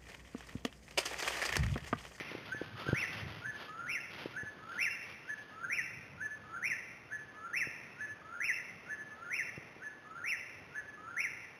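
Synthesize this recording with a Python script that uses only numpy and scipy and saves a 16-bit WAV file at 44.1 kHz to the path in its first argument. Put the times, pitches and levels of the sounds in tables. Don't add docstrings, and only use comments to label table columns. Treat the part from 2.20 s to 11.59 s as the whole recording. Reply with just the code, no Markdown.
import sys
import numpy as np
from scipy import signal
from scipy.fft import rfft, irfft, next_fast_len
from scipy.io import wavfile
from scipy.ndimage import uniform_filter1d, map_coordinates

SR = 44100
rng = np.random.default_rng(int(sys.argv[2]) if len(sys.argv) > 2 else 0)


def waveform_to_disk(signal):
    frames = np.transpose(np.atleast_2d(signal))
    scaled = np.clip(frames, -1, 1) * 32767
    samples = np.round(scaled).astype(np.int16)
    wavfile.write(sys.argv[1], SR, samples)


N = 414099


def amp(db):
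    return 10 ** (np.asarray(db) / 20)


def unit(x):
    return x / np.sqrt(np.mean(x ** 2) + 1e-20)


def wobble(rate, size=N):
    knots = rng.standard_normal(size // 100 + 4)
    return map_coordinates(knots, [np.arange(size) * rate / SR])


def filtered(x, response):
    size = next_fast_len(N + 8192)
    hz = np.fft.rfftfreq(size, 1 / SR)
    return irfft(rfft(x, size) * response(hz), size)[:N]


def coloured(x, spectrum):
    f, db = np.transpose(spectrum)
    return unit(filtered(x, lambda hz: amp(np.interp(np.log(hz + 1), np.log(f), db, right=-120))))


def gain_curve(rows):
    s, db = np.transpose(rows)
    return amp(np.interp(np.arange(N) / SR, s, db, left=-120, right=-120))


def add(track, s, sound):
    part = track[round((s + 1) * SR):][:len(sound)]
    part += sound[:len(part)]


def wood_echoes():
    wood_db, wood_t60_s = -44, 1.45
    # (echo delay [s], spread [s], level [dB])
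    stands = [(.01, .02, -41), (.08, .02, -42.5), (.2, .02, -52)]
    lag = np.arange(SR) / SR
    power = amp(wood_db - 60 * lag / wood_t60_s) ** 2
    for delay, spread, db in stands:
        power += amp(db) ** 2 * np.exp(-((lag - delay) / spread) ** 2)
    return np.sqrt(power) * amp(2.2 * wobble(90, SR)) * rng.standard_normal(SR)


def note(shape, flutter_hz, depth, stretch=1, direct_db=0, scatter_db=0):
    fade_s, pivot_hz = .005, 2250
    s, hz, db = np.transpose(shape)
    t = s[0] + np.arange(SR // 4) / SR / stretch
    glide = uniform_filter1d(np.interp(t, s, hz), size=140)
    pitch = glide * (1 + .003 * rng.standard_normal())

    beat = np.cumsum(flutter_hz * (1 + .25 * wobble(40, len(t)))) / SR + rng.random()
    throb = .8 * np.cos(2 * np.pi * beat)
    hoarse_edge = .55 * wobble(420, len(t))
    flutter = 1 + depth * (throb + hoarse_edge)

    fade = np.clip(np.minimum(t - s[0], s[-1] - t) / fade_s, 0, 1) ** 2
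    envelope = amp(np.interp(t, s, db) + 2.2 * wobble(60, len(t))) * flutter * fade
    tone = np.sqrt(2) * envelope * np.sin(2 * np.pi * np.cumsum(pitch) / SR)

    khz = (pitch - pivot_hz) / 1000
    direct = np.pad(tone * amp(direct_db * khz), (0, SR - 1))
    scattered = signal.fftconvolve(tone * amp(scatter_db * khz), wood_echoes())
    return direct + scattered


def nightjar():
    # (held note's mark [s], scoop [dB], held part [dB], middle note [dB], pip [dB], top of last note [s],
    # last note [dB], its stretch [1 = usual], its brightness on the direct path [dB per kHz])
    calls = [(-.57, -40, -38, -44, -48, -.12, -34, 1.01, 6),
             (.357, -36, -44, -44, -37, .802, -33.5, 1.01, 8),
             (1.285, -36, -38, -43, -56, 1.73, -33.5, 1.01, 6.5),
             (2.202, -39, -37, -44, -43, 2.635, -31.5, .93, 4),
             (3.118, -43, -38, -45.5, -43, 3.557, -32, 1.01, 0),
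             (4.044, -41, -36, -45.5, -46, 4.484, -32.5, .99, -1.5),
             (4.949, -44, -35, -45.5, -52, 5.389, -32, .93, 1.5),
             (5.833, -44, -36.5, -45.5, -48, 6.265, -32, 1.02, -2.5),
             (6.727, -45, -36, -46, -57, 7.166, -33.5, 1.04, .2),
             (7.659, -47, -39, -45, -49, 8.099, -33.5, 1.04, 6),
             (8.585, -44, -38.5, -45.5, -51, 9.024, -32, .94, 1.5)]
    # (time from the note's mark [s], pitch [Hz], level [dB])
    scoop = [(-.07, 1380, -13), (-.045, 1450, -15), (-.035, 1520, -2), (-.02, 1600, 1)]
    held = [(-.029, 1700, -3), (-.015, 1724, -1.5), (.012, 1728, -2.5), (.029, 1700, -7)]
    middle = [(-.252, 1225, -11), (-.205, 1280, -12), (-.177, 1305, -6), (-.154, 1330, -9),
              (-.138, 1375, 0), (-.115, 1395, -2), (-.085, 1405, -5.5), (-.06, 1520, -.5)]
    pip = [(-.126, 1520, 0), (-.1, 1575, 0)]
    sweep = [(-.066, 1540, -14), (-.055, 1760, -3.5), (-.036, 2170, -3.5), (-.01, 2650, -4),
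             (-.003, 2740, -3), (.005, 2740, -3.5), (.013, 2540, -4), (.024, 2180, -.5), (.036, 1970, .5),
             (.048, 1790, -4.5), (.062, 1715, -10)]
    under = np.array(sweep[2:5]) * [1, .9, 1] + [0, 0, -1.5]
    scatter_db = 5

    track = np.zeros(N + SR)
    for held_s, scoop_db, held_db, middle_db, pip_db, top_s, sweep_db, stretch, bright_db in calls:
        for mark_s, db, shape in (held_s, scoop_db, scoop), (held_s, held_db, held), (top_s, pip_db, pip):
            add(track, mark_s + shape[0][0], amp(db) * note(shape, flutter_hz=160, depth=.28))
        add(track, top_s + middle[0][0], amp(middle_db) * note(middle, flutter_hz=80, depth=.38))
        for voice in sweep, under:
            sung = note(voice, flutter_hz=135, depth=.46, stretch=stretch,
                        direct_db=bright_db, scatter_db=scatter_db)
            add(track, top_s + voice[0][0] * stretch, amp(sweep_db) * sung)
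    return track[SR:]


def camera_taps():
    # (time [s], thud in the lowest mode [dB], knock in the upper modes [dB])
    touches = [(.01, -46, -40), (.117, -50, -42), (.152, -50, -34), (.187, -54, -45), (.348, -44, -41),
               (.4167, -42, -30), (.668, -38, -38), (.69, -27, -31), (.7307, -20, -26), (2.0597, -46, -32),
               (2.234, -39, -45), (5.473, -42, -43), (7.379, -38, -43), (7.566, -50, -51)]
    # (frequency [Hz], time to decay by 60 dB [s])
    modes = [(130, .042), (330, .022), (490, .016), (800, .008)]
    upper_db = [-1, -3.5, -15]
    track = np.zeros(N + SR)
    t = np.arange(-SR // 100, SR // 10) / SR
    rise = np.exp(-(np.minimum(t, 0) / .0025) ** 2)
    rings = np.array([amp(-60 * np.maximum(t, 0) / t60) * np.cos(2 * np.pi * hz * t) for hz, t60 in modes])
    for s, thud_db, knock_db in touches:
        thud = amp(thud_db) * rings[0]
        knock = amp(knock_db) * amp(upper_db) @ rings[1:]
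        add(track, s + t[0], -rise * (thud + knock))
    return track[SR:]


def sleeping_bag():
    # (time [s], length [s], level [dB])
    stroke_rows = [(0, .27, -50), (.38, .05, -51), (.59, .14, -46.5), (.8, .12, -50), (.93, .1, -47),
                   (1.1, .03, -47), (1.36, .06, -49.5), (1.95, .13, -47), (2.51, .13, -54),
                   (2.87, .03, -54), (3.12, .16, -60)]
    # (frequency [Hz], relative level [dB])
    nylon = [(60, -30), (200, -7), (500, -6), (800, -7), (1400, -4.5), (2200, -7), (3200, -2.2), (4000, -8)]
    rise_rate, fall_rate = 250, 120
    t = np.arange(N) / SR
    levels = []
    for s, hold, db in stroke_rows:
        rise = rise_rate * np.maximum(s - t, 0)
        fall = fall_rate * np.maximum(t - s - hold, 0)
        levels.append(db - rise - fall)
    levels.append(-55 - 3.5 * t)
    sliding = np.linalg.norm(amp(levels), axis=0)
    slips = rng.standard_normal(N) * amp(1.5 * wobble(120) + 2.4 * wobble(25))
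    is_crease = rng.random(N) < 160 / SR * amp(6.5 * wobble(18))
    creases = is_crease * rng.standard_normal(N) * amp(18.5)
    return sliding * coloured(slips + creases, nylon)


def camera_grip():
    # (time [s], level [dB])
    rumble = [(0, -54), (.5, -55), (.85, -55), (1.05, -48), (1.3, -59), (1.75, -65), (2.15, -56),
              (2.46, -65), (3.5, -65), (3.7, -60), (4.3, -60), (4.5, -66), (6, -65.5), (9.39, -67.5)]
    # (frequency [Hz], relative level [dB])
    grip_spectrum = [(25, -40), (60, -13), (105, 0), (150, -3), (260, -14), (600, -30)]
    swell = amp(3.5 * wobble(30) + 1.2 * wobble(5))
    lumps = unit(swell * coloured(rng.standard_normal(N), grip_spectrum))
    return gain_curve(rumble) * lumps


def night_hiss():
    # (frequency [Hz], relative level [dB])
    hiss_spectrum = [(20, -14), (45, -9), (90, -6), (130, -5), (220, -5), (450, -6), (800, -9), (1500, -9),
                     (2500, -13), (3300, -15.5), (4000, -19)]
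    return amp(-57 + .7 * wobble(4)) * coloured(rng.standard_normal(N), hiss_spectrum)


def scene():
    return (nightjar() + camera_taps() + sleeping_bag() + camera_grip() + night_hiss())[None]


def record(dry):
    camera_rate, top_hz = 8000, 15650
    t = np.arange(N) / SR
    ticks = np.arange(0, N / SR, 1 / camera_rate)
    bass_cut = signal.butter(2, 70., "high", fs=SR, output="sos")
    heard = signal.sosfilt(bass_cut, dry[0])
    smooth = signal.resample(filtered(heard, lambda hz: hz < camera_rate / 2), 4 * N)
    samples = np.interp(ticks, np.arange(4 * N) / (4 * SR), smooth)
    joined = np.interp(t, ticks, samples)
    return filtered(joined, lambda hz: hz < top_hz)[None]


dry = scene()
out = record(dry)
waveform_to_disk(out)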